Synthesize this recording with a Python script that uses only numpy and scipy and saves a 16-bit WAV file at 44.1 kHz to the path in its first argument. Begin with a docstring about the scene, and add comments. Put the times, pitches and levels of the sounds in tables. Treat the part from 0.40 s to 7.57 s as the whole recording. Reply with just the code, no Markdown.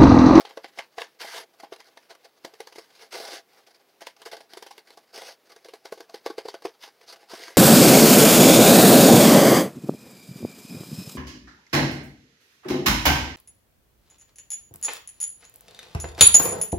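"""In a quiet room, scissors cut a stiff paper plate close to a microphone.
As the blades close, the card gives way in short snaps: a jolt and ragged tearing ring the plate
and its cut edge. Between cuts the open blades slide along the slit with a dense scrape of tiny
catches. Faint fidgeting and brief rustles, short echoes and a steady hush lie underneath."""
import sys
import numpy as np
from scipy import signal
from scipy.fft import rfft, irfft
from scipy.io import wavfile
from scipy.ndimage import uniform_filter1d

SR = 44100
rng = np.random.default_rng(int(sys.argv[2]) if len(sys.argv) > 2 else 0)


def to_wav(s):
    """Save 16-bit WAV."""
    ch = np.atleast_2d(s).T  # columns
    pcm = np.round(np.clip(ch, -1, 1) * 32767)  # PCM
    wavfile.write(sys.argv[1], SR, pcm.astype(np.int16))


N = 316197

# Room and microphone noise, spectral shape: pitch_hz, relative density_db (dB per Hz)
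HUSH_SPECTRUM = [(24, -64), (40, -50), (96, -22), (422, -15), (1410, -27.5), (2630, -29), (4800, -32),
                 (8130, -40), (12100, -36), (16000, -36)]
# Bending modes of the whole plate: pitch_hz, width_hz, relative level_db
PLATE_MODES = [(315, 143, -2.5), (426.6, 79, 4), (542, 41.5, 1.5), (665.4, 43, 0.5), (820, 66, 1),
               (1119, 57, -4), (1508, 66, -6)]
# Stiffer modes near the cut and in the blades: pitch_hz, width_hz, relative level_db
EDGE_MODES = [(1625, 142, 18), (1780, 49, 22.5), (2110, 227, 19), (3170, 100, 22), (4607, 730, 12),
              (6560, 530, 2)]
# Tearing fibres, spectral shape: pitch_hz, relative density_db (dB per Hz)
FIBRE_SPECTRUM = [(530, -31), (900, 10), (1410, -5.5), (2090, -4.5), (2600, 0), (4740, 0.5), (8150, -14),
                  (10100, -10), (16000, -22.5)]
# Card shifting on the blades: start_s, scrape level_db, time to peak_ms
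RUSTLES = [(0.0044, -44, 5.5), (0.09, -51, 5.3), (0.596, -46.5, 12), (1.198, -46.5, 3.6), (1.327, -50, 7.4),
           (1.3607, -48, 1.9), (1.441, -60, 8.7), (1.694, -55, 11.3), (1.749, -51.5, 2.4),
           (1.843, -52, 5.4), (2.55, -59.5, 3.2), (3.264, -56, 7.8), (3.3425, -57, 7.2),
           (3.6064, -47.5, 6.2), (3.764, -53, 3.5), (3.851, -41.5, 9.6), (3.913, -43, 9.6),
           (3.966, -47, 4.1), (4.092, -61, 7.1), (4.469, -56.5, 9.8), (5.0936, -52, 5.4),
           (5.117, -50.5, 4.5), (5.245, -49, 3.2), (6.721, -48, 7), (6.758, -51, 3.8)]
# Blades or fingers sliding on card: start_s, length_s, scrape level_db, change by the end_db,
# change in the middle_db, plate drumming against scrape_db, favoured pitch_hz, lift of low edge modes_db
STROKES = [(0.788, .26, -39.5, 6, -5.5, -5, 750, 9), (2.395, 0.22, -58, 8, -12.5, -10, 800, -4),
           (2.591, 0.096, -54, -5.5, 10, -4, 594, -2), (2.707, 0.31, -36.5, -1.5, -6, -1.5, 710, -4.5),
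           (4.724, 0.23, -45.5, 5.5, -4, -3.5, 800, -12), (6.394, 0.12, -56, -1, 8.5, -10.5, 794, -1),
           (6.658, 0.097, -54, 10, 4.5, -4.5, 850, -19), (6.778, 0.27, -60.5, 6, -19, 3, 810, 13),
           (6.881, 0.33, -45, -12, 3, -6, 655, -3.5)]
# The card giving way, and among these rows some knocks of the sliding blades on the plate: start_s, thud
# level_db, favoured plate pitch_hz, crack against thud_db
SNAPS = [(0.049, -29.5, 525, -2.5), (0.069, -36.5, 820, -4), (0.106, -39, 1120, -1),
         (0.171, -24.5, 520, -8), (0.242, -23.5, 710, -9), (0.373, -34, 506, -6.5), (0.386, -23, 636, 0.5),
         (0.58, -23.5, 790, -2.5), (0.614, -29, 570, 3.5), (0.638, -40.5, 1020, 5.5), (0.814, -39, 1100, 5),
         (0.844, -25.5, 750, -25), (1.197, -40.5, 760, -6.5), (1.233, -27, 716, -10),
         (1.322, -27, 475, -10.5), (1.399, -44, 600, 8.5), (1.57, -38, 650, -0.5), (1.704, -40, 764, 1),
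         (2.046, -21.5, 627, -9.5), (2.135, -38, 450, -5.5), (2.202, -23.5, 450, -9.5),
         (2.27, -35.5, 493, -3), (2.323, -42, 470, 2), (2.356, -32, 493, -3.5), (2.382, -27.5, 433, -7),
         (2.799, -23.5, 664, -32), (2.884, -26.5, 600, -9), (2.93, -27.5, 500, -10),
         (3.616, -29.5, 650, -3), (3.667, -30.5, 590, 1), (3.816, -43, 404, 4.5), (3.861, -25, 835, -13),
         (3.928, -25.5, 755, -13), (4.004, -37, 730, -2.5), (4.133, -33.5, 670, -4.5),
         (4.171, -29, 460, -6), (4.223, -31, 443, -6.5), (4.262, -31, 544, -5.5), (4.308, -31, 770, -8),
         (4.377, -39.5, 507, -2.5), (4.503, -44.5, 520, 0), (4.572, -34, 555, -9.5), (4.776, -29, 730, -8),
         (4.817, -31, 940, -7), (4.884, -36, 624, -1), (5.161, -38.5, 423, -4), (5.256, -34, 430, -8.5),
         (5.284, -32, 472, -7), (5.335, -31, 381, -6.5), (5.453, -28, 407, -5.5), (5.521, -20, 512, -13),
         (5.574, -36, 505, -5.5), (5.603, -30, 388, -7), (5.694, -38.5, 670, -6), (5.741, -24.5, 414, -6.5),
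         (5.86, -15, 454, -12.5), (5.9, -22, 430, -14.5), (5.98, -19, 430, -10), (6.053, -23, 468, -12),
         (6.083, -22.5, 430, -6.5), (6.14, -24.5, 475, -10), (6.22, -35.5, 820, -6),
         (6.2509, -15, 440, -11.5), (6.435, -36.5, 756, 2), (6.476, -37, 830, -4), (6.611, -45.5, 480, 1.5),
         (6.828, -40, 800, -18), (6.934, -25.5, 680, -15), (6.998, -34.5, 440, -9), (7.079, -38.5, 483, 2)]
# Crack colour as the cut moves round the plate: time_s, upper treble lift_db, lift of low edge modes_db
SHARPNESS = [(0, -18, 19.5), (2.2, 1, 1), (3.2, -4, -2), (4.3, 3.5, 10.5), (5.8, -1, -1.5), (6.3, -4, 0)]

HUSH_DB = -64.5  # before the microphone's bass cut
LOW_EDGE_HZ = 3500  # edge modes below this count as low
SLIDE_FALL_DB = -5  # mode level per squared octave away from the favoured pitch of a slide
ATTACK_S, RELEASE_S, QUIET_DB = 0.028, 0.082, -26  # a stroke swells out of quiet and dies away
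TEAR_MS, CRACK_MS = 5.5, 3.29  # how long a snap shakes the plate; decay time of its crack
THUMP_HZ, THUMP_DB = 219, -18.5  # the whole plate jumps in the hand at each snap
BAND_LIMIT_HZ = 15850


def gain_of(db):
    """Decibels to amplitude."""
    return 10 ** (np.asarray(db) / 20)


def evened(x):
    """Scales to rms 1."""
    return x / np.sqrt(np.mean(x ** 2) + 1e-20)


def filtered(x, taps):
    """Filters with taps of unit energy, so white noise keeps its power."""
    return signal.oaconvolve(x, taps / np.linalg.norm(taps))[:len(x)]


def spectrum_gain(hz, points):
    """Reads a spectrum of (Hz, dB) points as gains, straight in dB against log pitch."""
    point_hz, db = np.transpose(points)
    return gain_of(np.interp(np.log(hz + 1), np.log(point_hz + 1), db))


def colour(x, points):
    """Causal filter with a given spectrum, so nothing sounds before a click."""
    log_gain = np.log(spectrum_gain(np.fft.rfftfreq(512, 1 / SR), points))
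    full = np.r_[log_gain, log_gain[-2:0:-1]]
    minimum_phase = -signal.hilbert(full).imag
    return filtered(x, np.fft.ifft(np.exp(full + 1j * minimum_phase)).real)


def ring(x, hz, width_hz):
    """One decaying mode, gain 1 at its peak; a wider mode dies faster."""
    r = np.exp(-np.pi * width_hz / SR)
    return 2 * signal.lfilter([1 - r], [1, -r * np.exp(2j * np.pi * hz / SR)], x).real


def slow_drift(samples):
    """Smooth random wander of rms 1; more samples make it slower."""
    noise = rng.standard_normal(N)
    return evened(uniform_filter1d(uniform_filter1d(noise, size=samples), size=samples))


def hush():
    """Steady room and microphone noise, wavering slightly in level."""
    hz = np.fft.rfftfreq(N, 1 / SR)
    noise = irfft(rfft(rng.standard_normal(N)) * spectrum_gain(hz, HUSH_SPECTRUM), N)
    waver_db = evened(uniform_filter1d(rng.standard_normal(N), size=4000))
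    return gain_of(HUSH_DB + waver_db) * evened(noise)


def room(x, t60_s=0.13):
    """Sparse echoes of random sign from table and walls."""
    taps = np.zeros(SR // 2)
    at = np.arange(120, len(taps) - 20, 20)
    at += rng.integers(0, 20, len(at))
    taps[at] = rng.choice([-1., 1.], len(at)) * gain_of(-60 * at / SR / t60_s)
    return filtered(x, taps)


def flexing(x, patchy_db=1.6):
    """The plate bends in the hand, so its colour drifts in patches of pitch and time."""
    z = signal.stft(x, nperseg=256, noverlap=192)[2]
    patches = rng.standard_normal(z.shape)
    for _ in range(2):
        patches = uniform_filter1d(patches, size=4, axis=0)
        patches = uniform_filter1d(patches, size=24, axis=1)
    return signal.istft(z * gain_of(patchy_db * evened(patches)), nperseg=256, noverlap=192)[1][:N]


def low_lift(db):
    """Lift in dB of each edge mode: only the low ones change."""
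    return db * (np.transpose(EDGE_MODES)[0] < LOW_EDGE_HZ)


def edge(force, lift_db=0, fizz_db=3):
    """The cut edge: stiff modes over the broad fizz of fibres."""
    click = np.r_[1., np.zeros(2047)]
    signs = (-1) ** np.arange(len(EDGE_MODES))
    levels = gain_of(np.transpose(EDGE_MODES)[2] + lift_db) * signs
    modes = sum(g * ring(click, hz, width) for g, (hz, width, _) in zip(levels, EDGE_MODES))
    fizz = colour(click, FIBRE_SPECTRUM)
    return filtered(force, modes / np.linalg.norm(modes) + gain_of(fizz_db) * fizz)


def drum(force, pitch_hz):
    """Rubbing drums mostly the plate modes near the favoured pitch."""
    click = np.r_[1., np.zeros(4095)]
    taps = 0
    for k, (hz, width, db) in enumerate(PLATE_MODES):
        fall_db = SLIDE_FALL_DB * np.log2(hz / pitch_hz) ** 2
        taps = taps + (-1) ** k * gain_of(db + fall_db) * ring(click, hz, width)
    return filtered(force, taps)


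def light_scrape(t, fidget_db=-72, swing_db=6.0, strain_db=-22, strain_ms=7):
    """Scrape level outside the strokes: fidgeting hands, rustles, and card straining before snaps."""
    level = gain_of(fidget_db + swing_db * slow_drift(900))
    for start, db, peak_ms in RUSTLES:
        u = np.maximum(t - start, 0) * 1000 / peak_ms
        level += gain_of(db) * u * np.exp(1 - u)  # swells and fades
    for start, thud_db, _, crack_rel_db in SNAPS:
        before = slice(max(round((start - .05) * SR), 0), round(start * SR))
        build_up = np.exp((t[before] - start) * 1000 / strain_ms)
        level[before] += gain_of(thud_db + crack_rel_db + strain_db) * build_up
    return level


def stroke(t, start, length, db, change_db, middle_db):
    """Level of one slide: attack, a hold that drifts and sags or swells in the middle, release."""
    u = np.clip((t - start) / length, 0, 1)
    edges = np.minimum(np.minimum((t - start) / ATTACK_S, (start + length - t) / RELEASE_S), 1)
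    hold_db = db + change_db * u + middle_db * np.sin(np.pi * u) ** 2
    return (edges > 0) * gain_of(hold_db + QUIET_DB * (1 - edges) ** 2)


def rub(grains_per_s=9000, grain_db=2, flicker_db=1.5, judder_db=3, slide_fizz_db=2):
    """Dense catches of blade on card drive the cut edge and the plate."""
    t = np.arange(N) / SR
    draw = rng.random(N) - .5
    size = np.minimum(rng.exponential(1, N), 4)
    caught = abs(draw) < grains_per_s / SR / 2
    catches = evened(np.sign(draw) * gain_of(grain_db * size) * caught)
    force = catches * gain_of(flicker_db * slow_drift(200))
    # the card sticks and slips, knocking the plate unevenly
    judder = force * evened(gain_of(judder_db * slow_drift(120)))
    light = force * light_scrape(t)
    out = edge(light) + drum(light, pitch_hz=790)
    for *row, drum_db, pitch_hz, lift_db in STROKES:
        span = slice(round(row[0] * SR), round((row[0] + row[1] + .1) * SR))
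        level = stroke(t[span], *row)
        out[span] += edge(force[span] * level, low_lift(lift_db), slide_fizz_db)
        out[span] += drum(judder[span] * level * gain_of(drum_db), pitch_hz)
    return out


def thud(force, pitch_hz, chance, spread_octaves=0.29, scatter_db=3):
    """A snap drums the plate modes near its favoured pitch, each with a chance level."""
    out = 0
    for k, (hz, width, db) in enumerate(PLATE_MODES):
        near_db = -3.5 * min((np.log2(hz / pitch_hz) / spread_octaves) ** 2, 2)
        out = out + (-1) ** k * gain_of(db + near_db + scatter_db * chance[k]) * ring(force, hz, width)
    return out * 0.7 / np.abs(out).max()


def snaps(crack_db=2, after_db=-16, after_ms=20, jolt_ms=0.86, ragged_db=5, tick_db=-5):
    """Each snap is a jolt and a short ragged tearing: plate thud, hand thump and edge crack."""
    t, out = np.arange(6000) / SR, np.zeros(N + 6000)
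    ms, tear = t * 1000, t * 1000 / TEAR_MS
    shape = (len(SNAPS), len(t))
    noise = rng.standard_normal(shape) * np.minimum(rng.exponential(1, shape), 3)  # gritty
    rags = evened(uniform_filter1d(rng.standard_normal(shape), size=70, axis=1))  # fibres part in bunches
    grits = noise * gain_of(ragged_db * np.tanh(rags))
    chances = rng.standard_normal((len(SNAPS), len(PLATE_MODES) + len(EDGE_MODES)))
    when, treble_db, low_db = np.transpose(SHARPNESS)
    upper = signal.butter(1, 5000, "high", fs=SR)

    creak = gain_of(after_db) * np.exp(-ms / after_ms) * np.minimum(tear, 1)  # the slit keeps creaking
    tearing = (1 - np.exp(-tear / 0.82)) * np.exp(-tear ** 2.13) + creak
    burst = np.minimum(ms / 2.57, 1) ** 2 * np.exp(-ms / CRACK_MS)  # fibres part within moments
    crack_shape = creak + gain_of(tick_db) * burst
    jolt = np.sin(np.pi * np.minimum(ms / jolt_ms, 1)) * 0.64
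    thump = gain_of(THUMP_DB) * np.sin(2 * np.pi * THUMP_HZ * t) * np.exp(-2.5 * THUMP_HZ * t)
    for (start, thud_db, pitch_hz, crack_rel_db), grit, chance in zip(SNAPS, grits, chances):
        body = thud(jolt + tearing * grit, pitch_hz, chance) - thump
        lift_db = 2 * chance[len(PLATE_MODES):] + low_lift(np.interp(start, when, low_db))
        crack = edge(crack_shape * grit[::-1], lift_db)
        treble_gain = gain_of(np.interp(start, when, treble_db))
        crack += (treble_gain - 1) * signal.lfilter(*upper, crack)
        snap = body + gain_of(crack_db + crack_rel_db) * crack
        out[round(start * SR):][:len(t)] += gain_of(thud_db) * snap
    return out[:N]


def scene():
    """Plate sounds, their echoes and the hush, the same on both channels."""
    plate = flexing(snaps() + rub())
    mono = plate + gain_of(-14.5) * room(plate) + hush()
    return np.array([mono, mono])


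def record(dry):
    """The microphone thins the bass; then a steep filter limits the band."""
    thin = signal.sosfilt(signal.butter(1, 350, "high", fs=SR, output="sos"), dry)
    low_pass = signal.firwin(511, BAND_LIMIT_HZ, window=("kaiser", 9), fs=SR)
    return signal.oaconvolve(thin, low_pass[None], "same")


dry = scene()
out = record(dry)
to_wav(out)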